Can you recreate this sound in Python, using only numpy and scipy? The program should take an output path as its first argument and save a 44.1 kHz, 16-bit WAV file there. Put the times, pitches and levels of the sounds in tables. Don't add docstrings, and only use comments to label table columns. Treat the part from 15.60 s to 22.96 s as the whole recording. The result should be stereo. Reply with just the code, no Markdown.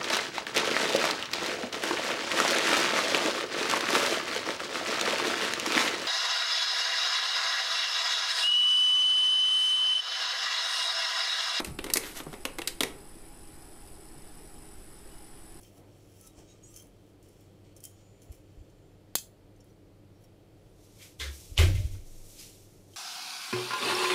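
import sys
import numpy as np
from scipy import signal
from scipy.fft import rfft, irfft
from scipy.io import wavfile
from scipy.ndimage import uniform_filter1d

SR = 44100
rng = np.random.default_rng(int(sys.argv[2]) if len(sys.argv) > 2 else 0)


def boost(x):
    u = np.asarray(x, float) / 20
    return 10 ** u


def log_audio(samples):
    frames = np.atleast_2d(samples).T
    limited = np.clip(frames, -1, 1)
    pcm = np.round(limited * 32767).astype(np.int16)
    wavfile.write(sys.argv[1], SR, pcm)


N = 324576
HZ = np.fft.rfftfreq(N, 1 / SR)
T = np.arange(N) / SR

# mode_hz, level_db, t60_s
SPOON_MODES = [(2500, -20, .04), (3160, 2, 0.079), (4660, -16, 0.048), (5560, -5, 0.038), (6260, 4.5, 0.04),
               (6970, -1.5, 0.058), (7600, -12, .035), (8900, 2, 0.055), (9500, 2.5, .04),
               (10830, 4.5, .045), (11400, 5, .03), (13400, -1, .03), (14800, 0, .03)]


def spoon_ring(bright_hz, spread_octaves):
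    hz, db, t60_s = np.transpose(SPOON_MODES)[:, :, None]
    level_luck, pitch_luck = rng.standard_normal((2, len(hz), 1))
    t = T[:SR // 8]
    db = db + 1.9 * level_luck - 6 * (np.log2(hz / bright_hz) / spread_octaves) ** 2
    modes = boost(db - 60 * t / t60_s) * np.sin(2 * np.pi * hz * (1 + 0.0031 * pitch_luck) * t)
    ring = np.sum(modes, axis=0)
    return ring / abs(ring).max()


# start_s, peak_db, brightest_hz, ring_share_db
TICKS = [(0.013, -45.5, 10800, 0), (0.0325, -41, 5640, -7.5), (0.049, -45, 3110, -9.5),
         (0.18, -43, 6160, -15), (0.611, -39.5, 9550, -1), (0.6494, -42, 6040, -9),
         (0.673, -33.5, 6860, -8), (0.519, -55, 13000, -8), (0.7731, -47, 4840, -11),
         (0.8989, -55, 6720, -11), (1.0365, -52, 6800, 1), (1.141, -39, 6260, -2), (1.162, -35.5, 6400, 2),
         (1.1994, -42, 6100, -1), (1.223, -40, 10900, -4), (1.27, -47, 10900, -6), (1.688, -52, 9300, 4),
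         (1.73, -58, 9000, 1), (1.6274, -51, 8360, 2), (1.8088, -47, 14500, -12), (2.165, -45.5, 6900, 5.5),
         (2.1794, -47, 6980, -11), (2.204, -38.5, 7600, -7), (2.2393, -25.5, 9500, -8),
         (2.2523, -24, 8100, -8.5), (2.619, -45, 5340, -3), (2.72, -44, 10050, -3),
         (2.7494, -47, 10700, -1), (3.0994, -55.5, 6030, 0), (3.5848, -24, 5200, -3.5),
         (3.9624, -57, 5610, -1), (4.005, -53.5, 5500, 1), (4.0432, -51, 11500, -2),
         (4.385, -62, 2000, -13.5), (4.641, -53, 8000, -7), (7.336, -45, 3150, -5.5)]


def ticks():
    out, t = np.zeros((2, N)), T[:SR // 8]
    pan_db = np.array([[-17], [0]])
    for s, db, hz, ring_db in TICKS:
        edges_hz = [0.67 * hz, min(2.1 * hz, .45 * SR)]
        band = signal.butter(3, edges_hz, "band", fs=SR, output="sos")
        crack = 0.46 * signal.sosfilt(band, rng.standard_normal(len(t))) * np.exp(-t / 0.0022)
        tick = crack + boost(ring_db) * spoon_ring(hz, 0.61)
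        add(out, s, tick * boost(db + 2.5 + pan_db))
    return out


# pitch_hz, level_db_per_hz
KNOCK_COLOUR = [(60, -22), (130, -3), (500, 1), (1200, 0.5), (2100, -9.5), (2800, -7), (3500, -1.5),
                (4000, 0), (4700, 4), (5400, -15.5), (6300, 0), (7400, 1.5), (9000, -6), (11000, -0.5),
                (13400, -2.5), (14000, -29), (14700, 2), (15300, 3), (15700, -18)]
# mode_hz, level_db, t60_s
KNOCK_MODES = [(2589, -7, 0.14), (3300, -7, 0.21), (3550, -2, 0.12), (4720, -8, 0.15), (6140, -12, 0.23),
               (6390, -7, 0.15), (7343, -4, 0.16), (7817, -13, 0.29), (8382, -9, 0.2), (9518, -4.5, 0.2),
               (10940, -16, 0.43), (12200, -11.5, 0.17), (13350, -6.5, 0.12), (14710, -10, 0.18),
               (3400, -6, .14), (3780, -10, .15), (4200, -11.5, .12), (4727, -7, 0.16), (5060, -12, .2),
                (5540, -9.5, .15), (5730, -14, .15), (6724, -12.5, .24), (7360, -13, .3), (8900, -14.5, .2),
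                (10100, -12, .15), (11200, -4, 0.22), (11700, -12, .15), (14900, -10.5, .2)]


def rim_knock():
    start_s, knock_db, ring_db, chatter_db, chatter_decay_s = 3.5538, -6.5, -24, -9.5, 0.0045
    out, blow, t = np.zeros((2, N)), np.zeros((2, N)), T[:SR // 8]
    noise = rng.standard_normal((3, len(t)))
    high = signal.butter(3, 2400, "high", fs=SR, output="sos")
    chatter = signal.sosfilt(high, 0.5 * noise[0] + noise[1:])
    spike = np.exp(-t / .00007) * np.array([[.25], [1.1]])
    add(blow, start_s, boost(chatter_db) * chatter * np.exp(-t / chatter_decay_s) - spike)
    blow = colour(blow, KNOCK_COLOUR)
    out += boost(knock_db + np.array([[-3], [1.5]])) * blow / abs(blow).max()
    add(out, start_s, boost(knock_db + ring_db) * spoon_ring(8000., 2.5))
    for hz, db, t60_s in KNOCK_MODES:
        add(out, start_s, boost(-39.5 + db - 60 * t / t60_s) * tone(hz + 0 * t, 35))
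    return out


# peak_s, peak_db, rise_s, fall_s, brightness_db
STROKES = [(.03, -63.5, 0.13, 0.17, 0.5), (.075, -68, .1, .04, 1), (.175, -67, 0.086, .06, 3),
           (.675, -60, 0.14, 0.052, 0), (.6, -65, 0.29, .15, 0.5), (.4, -70, .4, 0.36, -4),
           (.79, -58, 0.066, 0.089, -10), (.904, -64.5, 0.11, .22, -13), (1.05, -70, .02, .5, -7),
           (1.12, -67.5, 0.088, .2, 4.5), (1.165, -54, 0.014, 0.088, 3), (1.81, -70, .05, .12, -6),
           (1.5, -75, 0.34, 0.083, -1), (1.64, -68, 0.033, 0.58, -4.5), (2.05, -72, .03, 0.22, -32),
           (2.175, -60, .02, 0.027, -3), (2.21, -76, .02, .04, -12), (2.245, -54, 0.024, 0.069, 3),
           (2.33, -75, .1, 1.2, -11), (2.625, -67, .02, 0.091, 3.5), (2.725, -62, 0.026, 0.085, 0.5),
           (2.39, -67.5, .06, 0.1, -12), (2.9, -77.5, .3, 1.3, -8), (4.004, -77, 0.0054, .024, 0),
           (4.088, -77, 0.083, .11, 1), (4.645, -70, 0.069, .02, 4), (5.09, -79, 0.9, .05, -1)]


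def scrapes():
    resonance = 1 + sum(0.7 * boost(db) / (1 + ((HZ - hz) / 120) ** 2) for hz, db, _ in SPOON_MODES)
    rub = rfft(grains(3500, 1.66)) * resonance
    bands = (
        [(600, -22), (1300, -2.5), (4500, 1.5), (5500, -44)],
        [(4300, -28.0), (5300, 0.0), (6500, -0.5), (9000, -4.5), (10300, -27.0)],
        [(8800, -30.0), (9800, -2.5), (16000, -6)])
    low, mid, top = (unit(irfft(rub * boost(on_hz(band)), N)) for band in bands)
    drag = boost(-38) * swell(STROKES, -0.21) ** .48
    scrape = swell(STROKES) * mid + drag * low + swell(STROKES, share=1) * top
    return scrape * boost(np.array([[-2.5], [.6]]))


# centre_s, length_s, pitch_hz, level_db
SQUEAKS = [(0.207, 0.046, 1300, -76), (0.658, 0.032, 1303, -66.5), (.65, 0.04, 6200, -65),
           (0.688, .03, 3830, -70), (0.908, 0.031, 6600, -64), (.91, 0.029, 3820, -67.5),
           (0.95, 0.044, 1210, -75.5), (1.042, 0.01, 6750, -54), (1.065, 0.022, 6800, -60),
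           (1.138, 0.064, 1220, -75), (1.17, 0.021, 3160, -66), (1.203, 0.017, 3160, -61),
           (2.254, 0.015, 3160, -57), (2.73, .03, 2350, -75), (1.053, 0.022, 7760, -65),
           (1.06, 0.03, 8900, -71), (1.09, 0.041, 5900, -67), (1.18, 0.047, 6170, -60),
           (1.188, 0.052, 10940, -68), (1.2, 0.024, 5400, -71), (6.8, 0.016, 5040, -51),
           (1.083, .04, 8340, -66), (1.09, 0.044, 7600, -64), (4.01, 0.009, 5550, -66),
           (4.012, 0.008, 7200, -73), (4.105, .01, 5830, -72.5), (4.648, 0.01, 5600, -66),
           (5.1, .008, 9400, -75), (4.57, .035, 5550, -78)]


def squeaks():
    out, t = np.zeros(N), T[:SR // 4]
    half_s = t[-1] / 2
    for s, length_s, hz, db in SQUEAKS:
        fade = np.exp(-((t - half_s) / length_s) ** 2)
        add(out, s - half_s, boost(db) * tone(hz + 0 * t, 0.0074 * hz) * fade)
    return out


def spoon():
    out = ticks() + rim_knock() + scrapes()
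    out[0] = np.roll(out[0], 17)
    return out + boost(-1.5) * squeaks()


# centre_s, length_s, level_db
PATS = [
    (0.226, 0.1, -58.5),
    (0.802, 0.054, -57.5),
    (1.25, 0.046, -64),
    (2.704, 0.041, -60),
]


def pats():
    push = sum(boost(db) * np.exp(-(np.clip(T - s, -1, 1) / length_s) ** 2) for s, length_s, db in PATS)
    return push * diffuse([(100, -26), (200, 5.5), (700, 0.0), (1500, -14.5), (3000, -17), (5000, -46)])


# centre_s, peak_db, pitch_hz, sign, left_minus_right_db
BUMPS = [(.79, -49.5, 54.7, 1, 3), (2.709, -39.5, 66.4, -1, 20), (2.989, -43, 44.8, 1, 16),
         (3.015, -42.5, 65, 1, 16), (5.922, -39, 71.4, -1, 22), (6.09, -30, 40, 1, 3),
         (6.191, -25.5, 54.6, 1, 6), (6.255, -19.5, 73.4, 1, 4.5), (6.345, -35.5, 64, 1, -6),
         (6.4, -39, 65.7, 1, -5)]


def bumps():
    out = np.zeros((2, N))
    t = T[:SR // 5] - T[SR // 10]
    for s, db, hz, sign, pan_db in BUMPS:
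        level = sign * boost(db + pan_db * np.array([[.5], [-.5]]))
        add(out, s + t[0], level * np.cos(2 * np.pi * hz * t) * np.exp(-(1.56 * hz * t) ** 2))
    return out


# start_s, level_db, clatter_decay_s
LATCH = (5.598, -19, 0.036)
SLAM = (5.9765, -9, 0.042)
# pitch_hz, level_db_per_hz
LATCH_COLOUR = [(180, -35), (300, -12), (447, -6), (713, -18), (1230, -5), (1700, -1), (2100, -2),
                (2700, -10), (3700, -5), (9880, -20.5), (13300, -26), (15200, -32), (16000, -77)]
SLAM_COLOUR = [(160, -37.5), (280, -23), (370, -9), (530, -4), (800, -10.5), (1330, -9), (1700, -5),
               (2400, -4.5), (3300, -8.5), (4800, -14), (11000, -21.5), (14300, -25), (15300, -54)]


def door_clatter():
    out = np.zeros(N)
    low = signal.butter(3, 900, fs=SR, output="sos")
    for (s, db, decay_s), table in ((LATCH, LATCH_COLOUR), (SLAM, SLAM_COLOUR)):
        since = np.clip(T - s, 0, 9)
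        burst = np.exp(-since / decay_s) * (1 - np.exp(-since / .002))
        hit = colour(grains(6000, 1.3) * burst, table)
        body = signal.sosfiltfilt(low, hit)
        late_body = boost(-1.5) * body * (1 - np.exp(-(since / 0.016) ** 2))
        out += boost(db) * (hit - body + late_body)
    return out


# start_s, peak_db, ring_hz, t60_s
IMPACTS = [(5.5992, -30.5, 3670, 0.018), (5.61, -35, 3330, 0.034), (5.628, -42, 3730, .02),
           (5.64, -34, 2150, .03), (5.642, -40, 4100, .012), (5.665, -45, 3370, .03),
           (5.665, -46, 1970, .03), (5.613, -29, 1780, .04), (5.62, -34, 2100, .03),
           (5.638, -35, 3600, 0.017), (5.68, -40, 3400, .03), (5.9785, -13.5, 2920, 0.011),
           (5.989, -14, 2260, 0.025), (5.994, -22, 1470, 0.062), (6.003, -22, 2220, 0.023),
           (6.014, -27, 2900, 0.016), (6.031, -32, 3080, 0.016), (6.144, -44, 4200, .03),
           (6.152, -38.5, 2094, 0.075), (6.17, -39, 2196, 0.037), (6.35, -47.5, 1520, .05)]


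def door_impacts():
    out, t = np.zeros(N), T[:SR // 10]
    for s, db, hz, t60_s in IMPACTS:
        ring = tone(hz + 0 * t, 99.0) + 0.43 * tone(1.2 * hz + 0 * t, 400.0)
        add(out, s, boost(db - 60 * t / t60_s) * ring / 2)
    return out


# peak_s, peak_db, rise_s, fall_s, pitch_hz
HOLLOW = [(5.61, -47, 0.015, 0.012, 420), (5.645, -53.5, 0.044, .06, 520), (5.7, -55, 0.021, 0.024, 340),
          (5.99, -43, 0.013, 0.014, 420), (6.005, -33, 0.02, 0.024, 375), (6.012, -35.5, 0.029, 0.027, 503),
          (6.022, -40.5, 0.033, 0.031, 556), (6.034, -31, 0.018, 0.029, 365.4),
          (6.065, -39.5, 0.027, .03, 324.3), (6.097, -39, 0.035, 0.044, 295),
          (6.06, -48, 0.056, 0.057, 659), (6.095, -48, 0.032, 0.028, 540),
          (6.035, -34, 0.036, 0.038, 146.8), (6.083, -39.5, 0.026, .03, 159.4),
          (6.159, -53.5, .04, 0.022, 340), (6.21, -56, .04, 0.034, 339.6), (6.2, -56.5, 0.11, 0.13, 609),
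          (6.35, -55, 0.073, 0.069, 297)]


def door_hollow():
    out, t = np.zeros(N), T[:SR // 4]
    half_s = t[-1] / 2
    for s, db, rise_s, fall_s, hz in HOLLOW:
        drop_db = 20 * np.maximum((half_s - t) / rise_s, (t - half_s) / fall_s)
        add(out, s - half_s, boost(db - drop_db) * tone(hz + 0 * t, 9.4))
    return out


PANEL = {"latch": [(5.625, -41.5, .04, 0.14), (5.69, -35.5, 0.11, .1)], "slam": [(6.003, -14, 0.032, 0.044),
         (6.046, -17, 0.036, 0.074), (6.095, -24, .07, 0.091), (6.158, -24.5, 0.058, .02)],
         "rebounds": [(6.202, -24.5, 0.043, 0.035), (6.26, -35, 0.029, 0.069), (6.366, -40.5, 0.35, 0.069)]}
PUSH_S = {"latch": 5.59, "slam": 5.985, "rebounds": 6.18}


def panel_boom():
    latched_hz, struck_hz, free_hz, settle_s = 69.5, 81.5, 95.7, 0.07
    since = T - PUSH_S["slam"]
    settling_hz = free_hz - (free_hz - struck_hz) / (1 + (since / settle_s) ** 6)
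    hz = np.where(since < 0, latched_hz, settling_hz)
    boom, total_push = np.zeros(N), np.zeros(N)
    starts = list(PUSH_S.values()) + [T[-1]]
    for rows, start, end in zip(PANEL.values(), starts, starts[1:]):
        push = uniform_filter1d(swell(rows) * (T >= start) * (T < end), size=300)
        boom -= push * np.sin(2 * np.pi * np.cumsum(hz * (T >= start)) / SR)
        total_push += push
    return np.sqrt(2) * boom, total_push


# peak_s, peak_db, rise_s, fall_s
RATTLE = (6, -31, 0.02, 0.29)


def frame_rattle(push):
    shake = swell([RATTLE]) + boost(-24) * uniform_filter1d(push, size=2000)
    return shake * diffuse([(40, -27), (70, 20), (105, 0), (140, 6.0), (170, 0), (240, -20.0),
                            (320, -3.5), (400, -28.5)])


# peak_s, peak_db, rise_s, fall_s, pitch_hz
SWAY = [(5.955, -40, .1, .02, 34.4), (5.992, -22, 0.011, 0.2, 31.6), (6.147, -30, .08, 0.061, 31.6),
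        (6.305, -32.5, .012, 0.16, 22), (6.43, -47.5, .08, 0.85, 20.3), (6.62, -46, 0.55, 0.11, 20.3),
        (6.71, -53, .15, 0.077, 17)]


def air_sway():
    since = T - PUSH_S["slam"]
    sway = sum(swell([row]) * np.sin(2 * np.pi * row[4] * since) for row in SWAY)
    return np.sqrt(2) * boost(-3.0) * sway


# peak_s, peak_db, rise_s, fall_s, treble_db
RUSTLE = [(5.25, -68.5, .18, 0.18, 5), (5.34, -75, .2, .2, 7), (5.43, -55.5, 0.11, 0.14, 3),
          (5.5, -70.5, 0.24, 0.2, 6), (5.596, -54, 0.011, 0.46, 3.5), (5.74, -61.5, 0.093, 0.42, 10),
          (5.86, -65.5, 0.23, 0.17, 8.5), (5.976, -34.5, 0.011, 0.16, -19), (6.154, -50, 0.025, 0.22, -2),
          (6.27, -65, 0.38, 0.22, 7), (6.34, -63.5, 0.12, 0.13, 8), (6.48, -68.5, 0.12, 1.1, 10),
          (6.72, -66, 0.23, 0.19, 13.5), (6.8, -52.5, 0.068, 0.25, 5.5), (7.04, -74.5, .5, 1.4, 8),
          (7.346, -66, 0.089, 0.028, 6)]
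# pitch_hz, level_db_per_hz
RUSTLE_LOW = [(530, -47), (900, -12.5), (1600, -16.5), (2300, -5.5), (3200, -3), (4500, -4), (6760, -9.5),
              (11400, -57)]
RUSTLE_TOP = [(2000, -19), (3300, -9.5), (4800, -5), (5280, -2), (5560, 0.5), (11700, -4), (14800, -7.5),
              (15600, -22)]
# peak_s, peak_db, rise_s, fall_s
SLIDES = [(5.415, -54, 0.035, 0.092), (5.45, -56.5, 0.057, 0.046), (5.62, -59, 0.035, 0.22),
          (6.16, -52.5, 0.088, 0.2), (6.24, -68, .08, 0.11), (6.35, -68, 0.06, 0.21), (6.81, -67, .05, .2),
          (6.55, -76, .3, .5)]
# pitch_hz, level_db_per_hz
SLIDE_COLOUR = [(600, -46), (1100, -12), (1700, -8.5), (2200, 2), (2800, -7.5), (3300, -2.5), (4200, -19),
                (6000, -43)]


def cloth():
    flicker = boost(0.98 * unit(uniform_filter1d(rng.standard_normal((3, N)), size=500)))
    low = flicker[0] * swell(RUSTLE) * diffuse(RUSTLE_LOW)
    top = flicker[1] * swell(RUSTLE, share=0.92) * diffuse(RUSTLE_TOP)
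    slide = flicker[2] * swell(SLIDES) * diffuse(SLIDE_COLOUR)
    return boost(1.5) * (low + top + slide)


# peak_s, peak_db, rise_s, fall_s
WHINE = [(2.3, -73, .1, .25), (2.47, -74, .3, 0.46), (2.7, -77, .3, .25), (3.0, -83, .2, .3),
         (3.24, -83, .2, .4)]


def whine():
    hz = 7230 - 400 * np.exp(-np.clip(T - 2.25, 0, 9) / 0.34)
    return tone(hz, 100.0) * swell(WHINE)


# pitch_hz, level_db, width_hz
HUM = [(98.5, -61.5, 3.56), (197, -72.5, 6.1), (294.7, -72.5, 6.63), (332.5, -76, 9.46)]


def fridge():
    return sum(boost(db) * tone(hz + 0 * T, width_hz) for hz, db, width_hz in HUM)


# pitch_hz, level_db_per_hz
AIR_COLOUR = [(11, -34), (18, -7), (42, -2.5), (68, -14.5), (83, -9.5), (102, -3.5), (190, -8.5),
              (250, -18.5), (291, -5.5), (326, -7), (544, -12), (1050, -25), (1300, -24.5), (1600, -28.5),
              (4720, -33.5), (5590, -37.5), (14700, -41.5), (16000, -52)]


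def kitchen_air():
    return boost(-57) * diffuse(AIR_COLOUR)


# pitch_hz, t60_s
ROOM_T60 = [(200, 0.55), (1500, 0.19), (3500, 0.23), (12000, 0.24)]


def room(x):
    t = T[:SR // 2]
    noise = rfft(diffuse([(20, 0), (20000, 0.0048)])[:, :len(t)])
    bin_hz = np.fft.rfftfreq(len(t), 1 / SR) + 1
    f, t60_s = np.transpose(ROOM_T60)
    tail = 0
    for hz in 125 * 2. ** np.arange(8):
        share = np.clip(1 - abs(np.log2(bin_hz / hz)), 0, 1)
        decay = boost(-60 * t / np.interp(np.log(hz), np.log(f), t60_s))
        fall = decay * (1 - np.exp(-t / 0.0021))
        tail = tail + irfft(noise * share, len(t)) * fall / np.sqrt(np.sum(fall ** 2))
    return signal.oaconvolve(x[None], tail, axes=1)[:, :N]


def diffuse(table):
    port_gap_s = 0.00055
    alike = np.clip(0.79 * np.sinc(2 * HZ * port_gap_s), -1, 1)
    mid, side = rfft(rng.standard_normal((2, N))) * np.sqrt([1 + alike, 1 - alike])
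    return unit(irfft(np.array([mid + side, mid - side]) * boost(on_hz(table)), N))


def grains(rate_hz, spread_db):
    event, sign, size = rng.random((3, N))
    clicks = (event < rate_hz / SR) * np.sign(sign - .5)
    return unit(clicks * boost(-spread_db * np.log(size + 1e-9)))


def tone(hz, width_hz):
    wander = np.cumsum(rng.standard_normal(len(hz))) * np.sqrt(2 * np.pi * width_hz / SR)
    return np.sqrt(2) * np.sin(2 * np.pi * np.cumsum(hz) / SR + wander)


def swell(rows, share=0):
    s, db, rise_s, fall_s = np.array(rows).T[:4, :, None]
    t = T[::64]
    drop_db = 20 * np.maximum((s - t) / abs(rise_s), (t - s) / abs(fall_s))
    db = db + share * np.array(rows)[:, -1:] - drop_db
    power = np.sum(boost(2 * np.maximum(db, -200)), axis=0)
    return np.interp(T, t, np.sqrt(power))


def on_hz(table):
    f, v = np.transpose(table)
    return np.interp(np.log(HZ + 1), np.log(f), v)


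def colour(x, table):
    cepstrum = irfft(on_hz(table) * np.log(10) / 20, N)
    cepstrum[1:N // 2] *= 2
    cepstrum[N // 2 + 1:] = 0
    return irfft(rfft(x) * np.exp(rfft(cepstrum)), N)


def unit(x):
    return x / np.sqrt(np.mean(x ** 2))


def add(out, s, x):
    i = int(s * SR)
    out[..., i:i + x.shape[-1]] += x[..., :N - i]


def scene():
    near = spoon()
    clatter, impacts, hollow = door_clatter(), door_impacts(), door_hollow()
    boom, push = panel_boom()
    thin = signal.sosfilt(signal.butter(2, 2000, "high", fs=SR, output="sos"), near[1])
    wet = room(boost(-12) * thin + boost(0.5) * clatter + boost(-4.5) * impacts + boost(-8.0) * hollow)
    direct = boost(-2) * clatter + boost(3.5) * impacts
    door = np.array([np.roll(direct, 13), direct]) + hollow + boom + air_sway() + frame_rattle(push)
    return near + pats() + bumps() + door + wet + cloth() + whine() + fridge() + kitchen_air()


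# pitch_hz, left_minus_right_db
PORTS = [(60, -2.5), (400, 0), (900, 1), (2400, -1.5), (8000, -6.5), (15000, -2)]


def roll_off(x):
    return signal.sosfilt(signal.butter(12, 16660, fs=SR, output="sos"), x)


def record(dry):
    tilt_db = on_hz(PORTS) / 2
    top = np.clip((15850 - HZ) / 300, .01, 1)
    mix = irfft(rfft(dry) * boost(np.array([tilt_db, -tilt_db])) * top, N)
    return roll_off(mix)


dry = scene()
out = record(dry)
log_audio(out)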